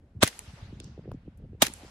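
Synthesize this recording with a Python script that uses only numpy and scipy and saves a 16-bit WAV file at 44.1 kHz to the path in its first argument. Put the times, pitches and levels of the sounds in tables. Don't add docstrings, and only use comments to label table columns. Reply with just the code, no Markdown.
import sys
import numpy as np
from scipy import signal
from scipy.fft import rfft, irfft
from scipy.io import wavfile
from scipy.ndimage import uniform_filter1d

SR = 44100
rng = np.random.default_rng(int(sys.argv[2]) if len(sys.argv) > 2 else 0)


def magnitude_from_level(level_db):
    exponent = np.asarray(level_db, float) / 20
    return 10 ** exponent


def generate_wav(sig):
    pcm = np.round(np.clip(np.atleast_2d(sig).T, -1, 1) * 32767).astype(np.int16)
    wavfile.write(sys.argv[1], SR, pcm)


N = 83790

# start in seconds, gas level in dB, seconds until the slide shuts,
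# brightness in dB per octave, level in dB of the hiss just ahead before it is dulled.
SHOTS = [(0.2292, -14.5, .0465, -2.5, -10.5), (1.6203, -14, .0463, 0.73, -25.5)]
# frequency in Hz, relative strength in dB per Hz.
BLAST_COLOUR = [(250, -34), (800, -7.5), (2930, -14.5), (3650, -9.5), (4460, -18.5), (7260, -17),
                (11200, -20.5), (13700, -33), (15200, -26), (16300, -49)]
# frequency in Hz, relative strength in dB per Hz.
SLIDE_COLOUR = [(120, -41.5), (200, 0.5), (844, -12), (1940, -1.5), (7600, -9), (8970, -21), (10600, -11.5),
                (15600, -22.5), (16500, -39)]
# time in seconds, level of the rumble in dB.
GUST = [(0, -50), (.1, -58), (0.202, -47), (.3, -63), (.42, -55), (0.579, -54), (0.701, -47.5),
        (.85, -45.5), (.93, -52), (1.03, -47), (1.13, -44), (1.21, -57.5), (1.27, -45), (1.34, -58),
        (1.42, -44), (1.56, -51.5), (1.72, -53.5), (1.9, -54.5)]


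def evened(x):
    return x / np.sqrt(np.mean(x ** 2) + 1e-20)


def read(points, hz):
    f, value = np.transpose(points)
    return np.interp(np.log(hz + 1), np.log(f + 1), value)


def add(mix, start_s, sound):
    part = mix[..., round(start_s * SR):][..., :sound.shape[-1]]
    part += sound[..., :part.shape[-1]]


def noise(colour, size):
    spectrum = rfft(rng.standard_normal((2, size)))
    shape = magnitude_from_level(read(colour, np.fft.rfftfreq(size, 1 / SR)))
    return evened(irfft(spectrum * shape, size))


def ring(modes, t):
    phases = rng.random((len(modes), 2, 1))
    out = 0
    for (hz, db, t60_s), phase in zip(modes, phases):
        out = out + magnitude_from_level(db - 60 * t / t60_s) * np.sin(2 * np.pi * (hz * t + phase))
    return out


def panned(sound, left_right_db):
    return sound * magnitude_from_level(left_right_db * np.array([[.5], [-.5]]))


def tilted_blast(tilt_db):
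    return [(hz, db + tilt_db * np.log2(hz / 1500)) for hz, db in BLAST_COLOUR]


def spurt(db, t60_s):
    t = np.arange(4000) / SR
    rise = np.minimum(t / .0003, 1)
    return rise * magnitude_from_level(db - 60 * t / t60_s) * noise(tilted_blast(2), len(t))


def thump(db, hz, rise_s):
    u = np.arange(6000) / SR / rise_s
    swell = (u * np.exp(1 - u)) ** 2
    return magnitude_from_level(db) * swell * np.sin(2 * np.pi * (hz * rise_s * u + rng.random()))


def gas_hiss(db, tilt_db, t):
    hold_s, t60_s = 0.0048, .03
    fade_db = 60 * np.maximum(t - hold_s, 0) / t60_s
    return magnitude_from_level(db - fade_db) * noise(tilted_blast(tilt_db), len(t))


def lead(db):
    t60_s = 0.029
    t = np.arange(1024)[::-1] / SR
    low_pass = signal.butter(4, 7500, fs=SR, output="sos")
    dull = signal.sosfilt(low_pass, noise(BLAST_COLOUR, len(t)))
    return magnitude_from_level(db - 60 * t / t60_s) * dull


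def slide_rattle(shut_s, t):
    level_db, fade_db, stop_t60_s = -30.5, -5, .07
    lumps = magnitude_from_level(4 * evened(uniform_filter1d(rng.standard_normal(len(t)), 50)))
    run_db = fade_db * np.minimum(t / shut_s, 1)
    stop_db = -60 * np.maximum(t - shut_s - .008, 0) / stop_t60_s
    return magnitude_from_level(level_db + run_db + stop_db) * evened(lumps * noise(SLIDE_COLOUR, len(t)))


def slide_slam(t):
    # frequency in Hz, relative level in dB,
    # time to fall by 60 dB in seconds.
    slam_tones = [(1869, -10.5, 0.012), (2870, -9.5, 0.016), (4200, -7.5, 0.012), (6150, -5.5, 0.012),
                  (7600, -10, 0.0082), (9610, 8.5, 0.01)]
    crack = magnitude_from_level(-23 - 60 * t / 0.024) * noise(SLIDE_COLOUR, len(t))
    return np.minimum(t / .001, 1) * (magnitude_from_level(-24) * ring(slam_tones, t) + crack)


def near_bank(t):
    # frequency in Hz, relative strength in dB per Hz.
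    bank_colour = [(88, -28.5), (150, -4), (293, -7.5), (1070, -14.5), (7220, -20.5), (11600, -31),
                   (13300, -48.5), (15300, -33), (16500, -47)]
    level_db, t60_s = -35.5, 0.19
    return np.minimum(t / .01, 1) * magnitude_from_level(level_db - 60 * t / t60_s) * noise(bank_colour, len(t))


def shot(gas_db, shut_s, tilt_db):
    t = np.arange(SR // 2) / SR
    out = gas_hiss(gas_db, tilt_db, t) + slide_rattle(shut_s, t)
    add(out, shut_s, slide_slam(t))
    return out + near_bank(t)


def woods():
    # frequency in Hz, relative strength in dB per Hz.
    woods_colour = [(180, -36.5), (300, -15), (807, -11), (1070, -16.5), (1660, -17.5), (10700, -18.5),
                    (12400, -22.5), (13000, -64.5), (15200, -39.5), (16500, -61.5)]
    # frequency in Hz, time to fall by 60 dB in seconds.
    woods_t60 = [(500, 2.5), (1500, 3.6), (4000, 2.34), (8000, 1.1), (12000, .9)]
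    level_db = -48
    trees_s, trees_wide_s, trees_db, trees_half_hz = 0.386, 0.05, 8, 2160
    hz, t, cells = signal.stft(noise(woods_colour, N), SR, nperseg=512, noverlap=384)
    patches = rng.standard_normal(cells.shape[1:])
    patches = evened(uniform_filter1d(uniform_filter1d(patches, 10, 0), 10, 1))
    treble_cut = 1 + (hz[:, None] / trees_half_hz) ** 2
    t60_s = read(woods_t60, hz)[:, None]
    power = 0
    for start_s, *_ in SHOTS:
        age = np.maximum(t - start_s, 0)
        swell_db = trees_db * np.exp(-((age - trees_s) / trees_wide_s) ** 2) / treble_cut
        rise = np.minimum(age / .03, 1)
        power = power + rise * magnitude_from_level(level_db + swell_db - 60 * age / t60_s) ** 2
    shaped = cells * np.sqrt(power) * magnitude_from_level(2.0 * patches)
    return signal.istft(shaped, SR, nperseg=512, noverlap=384)[1][:, :N]


def click(ring_db, snap_db, left_right_db):
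    # frequency in Hz, relative level in dB,
    # time to fall by 60 dB in seconds.
    click_tones = [(2400, -2, 0.0055), (5040, -15, 0.0046), (6400, -14, 0.0021), (7340, 6.5, 0.0052),
                   (10200, 4.5, 0.00637), (10880, -7.5, 0.0056), (15320, -21.5, 0.0051)]
    # frequency in Hz, relative strength in dB per Hz.
    snap_colour = [(900, -13), (3500, 2), (10000, -5), (11800, -29.5)]
    twice_s, snap_t60_s = 0.00047, .007
    t = np.arange(2000) / SR
    out = np.minimum(t / 0.0002, 1) * ring(click_tones, t)
    add(out, twice_s, np.minimum(t / 0.0001, 1) * ring(click_tones, t))
    snap = magnitude_from_level(snap_db - 60 * t / snap_t60_s) * noise(snap_colour, len(t))
    snap *= np.minimum(t / 0.00053, 1)
    return panned(magnitude_from_level(ring_db) * out + snap, left_right_db)


def tick(db, hz, t60_s, left_right_db):
    t = np.arange(SR // 4) / SR
    band = []
    for k in range(-4, 4):
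        slope_db = -6.0 if k < 0 else -30.0
        band.append((hz * np.exp(k * .62), slope_db * k * k))
    out = np.minimum(t / 0.00074, 1) * noise(band, len(t)) * magnitude_from_level(db - 60 * t / t60_s)
    return panned(out, left_right_db)


def knock(db, hz, t60_s):
    t = np.arange(2000) / SR
    sag = 0.24
    pitch = hz * (1 - sag + sag * np.exp(-9.5 * t / t60_s))
    tone = magnitude_from_level(-60 * t / t60_s) * np.sin(2 * np.pi * np.cumsum(pitch) / SR)
    return magnitude_from_level(db) * np.minimum(t / 0.00072, 1) * tone


BUFFET_TURNS = 1.05


def buffet(db, hz, phase):
    sag = 0.3
    u = np.arange(0, 7, hz / SR / BUFFET_TURNS)
    turns = np.cumsum(hz * (1 - sag + sag * np.exp(1 - u))) / SR
    swell = (u * np.exp(1 - u)) ** 3
    return magnitude_from_level(db) * swell * np.sin(2 * np.pi * (turns + phase))


def rumble():
    # frequency in Hz, relative strength in dB per Hz.
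    wind_colour = [(21, -32), (35, -2), (70, 4), (150, -7.5), (192, -5), (263, -14), (372, -34), (400, -28),
                   (520, -60), (880, -120)]
    at_s, gust_db = np.transpose(GUST)
    slow = uniform_filter1d(uniform_filter1d(rng.standard_normal(N), 700), 500)
    lumps = magnitude_from_level(2 * evened(slow))
    level = magnitude_from_level(np.interp(np.arange(N) / SR, at_s, gust_db))
    return level * evened(lumps * noise(wind_colour, N)[0])


def add_flutter(out):
    per_s, below_gust_db, middle_hz = 110, -10.5, 312
    at_s, gust_db = np.transpose(GUST)
    for when, size, pitch, phase in rng.random((round(per_s * N / SR), 4)):
        start_s = when * N / SR
        db = np.interp(start_s, at_s, gust_db) + below_gust_db + 7 * size
        add(out, start_s, buffet(db, middle_hz * np.exp(.8 * (pitch - .5)), phase))


def wind():
    # time of the top in seconds, peak level in dB,
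    # pitch at the top in Hz.
    large_buffets = [(0.172, -33, 103), (0.5393, -38, 137), (0.6295, -35, 100), (0.6599, -39.5, 104),
                     (0.7291, -37, 296), (0.7334, -35, 153), (0.8066, -39.5, 370), (0.8578, -39, 130),
                     (0.898, -40, 130), (0.9798, -36, 400), (0.993, -35.5, 163), (0.9947, -38.5, 446),
                     (1.058, -38, 390), (1.0794, -33.5, 375), (1.088, -35, 145), (1.093, -40.5, 480),
                     (1.118, -33.5, 562), (1.1246, -40, 148), (1.1467, -33, 268), (1.1517, -37.5, 152),
                     (1.28, -35, 330), (1.283, -35, 189), (1.442, -37, 151), (1.4456, -44.5, 393),
                     (1.5336, -39.5, 335), (1.551, -43.5, 372), (1.8359, -39.5, 287), (1.8492, -41, 425),
                     (.155, -40, 153), (0.484, -39, 91), (.771, -40, 140), (1.1778, -41.5, 117),
                     (1.396, -40.5, 92), (1.546, -41, 125), (1.683, -36, 290), (1.702, -40.5, 252)]
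    out = rumble()
    for top_s, db, hz in large_buffets:
        add(out, top_s - BUFFET_TURNS / hz, buffet(db, hz, rng.random()))
    add_flutter(out)
    return out


def air():
    # frequency in Hz, relative strength in dB per Hz.
    air_colour = [(150, -30), (250, -3.5), (330, -17.5), (557, -10.5), (1220, -24.5), (1530, -24.5),
                  (5630, -40), (11300, -46.5), (16000, -65)]
    return magnitude_from_level(-67.5) * noise(air_colour, N)


def scene():
    # start in seconds, level in dB, time to fall by 60 dB in seconds.
    spurts = [(0.2294, -7, .011), (.2345, -6, .010), (0.2409, -19.5, 0.022), (1.6207, -5, .012),
              (1.6237, -7.5, 0.0092), (1.6264, -5.5, 0.0073), (1.6278, -13.5, .012), (1.6318, -18, .035)]
    # time of the top in seconds, peak level in dB,
    # pitch in Hz, rise in seconds.
    thumps = [(0.2321, -10, 591, .0017), (0.2336, -8.5, 260, 0.0021), (.240, -18.5, 113.1, 0.0045),
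              (1.6245, -14, 649.7, .0024), (1.6278, -15.5, 251.1, 0.0027), (1.643, -34, 141, 0.00474)]
    # start in seconds,
    # gain of the ring in dB, level of the snap in dB, left over right in dB.
    clicks = [(0.3917, -34, -35.5, -2), (0.8009, -48.5, -30.5, -1), (1.7375, -36.5, -42, -4.5)]
    # start in seconds, level in dB,
    # centre in Hz, time to fall by 60 dB in seconds, left over right in dB.
    ticks = [(0.328, -43, 2300, 0.035, 0), (.803, -58, 5160, 0.016, -1), (0.799, -59.5, 5050, 0.33, 0),
             (.836, -55.5, 7040, 0.012, -7), (.8425, -44, 7200, 0.016, -1), (.85, -61.5, 5830, 0.44, -2),
             (1.116, -47.5, 2400, 0.0084, -1), (1.116, -48, 5000, 0.0064, -2),
             (1.116, -59.5, 11100, 0.027, 4), (1.135, -69.5, 6580, 0.071, -2),
             (1.373, -66.5, 11600, 0.056, 3)]
    # start in seconds, level in dB, starting pitch in Hz,
    # time to fall by 60 dB in seconds.
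    knocks = [(1.1157, -33.5, 1266, 0.0092)]
    out = woods() + wind() + air()
    for start_s, *settings, lead_db in SHOTS:
        add(out, start_s, shot(*settings))
        add(out, start_s - 1024 / SR, lead(lead_db))
    for top_s, db, hz, rise_s in thumps:
        add(out, top_s - rise_s, thump(db, hz, rise_s))
    for source, rows in ((spurt, spurts), (click, clicks), (tick, ticks), (knock, knocks)):
        for start_s, *settings in rows:
            add(out, start_s, source(*settings))
    return out


def band_limit(x):
    return signal.sosfilt(signal.butter(12, 17010, fs=SR, output="sos"), x)


def record(dry):
    ceiling = 0.94
    soft = ceiling * np.tanh(dry / ceiling)
    mid = soft.mean(0)
    side = (soft[0] - soft[1]) / 2
    high_pass = signal.butter(3, 900, "high", fs=SR, output="sos")
    side = magnitude_from_level(-1) * signal.sosfiltfilt(high_pass, side)
    return band_limit(np.array([mid + side, mid - side]))


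dry = scene()
out = record(dry)
generate_wav(out)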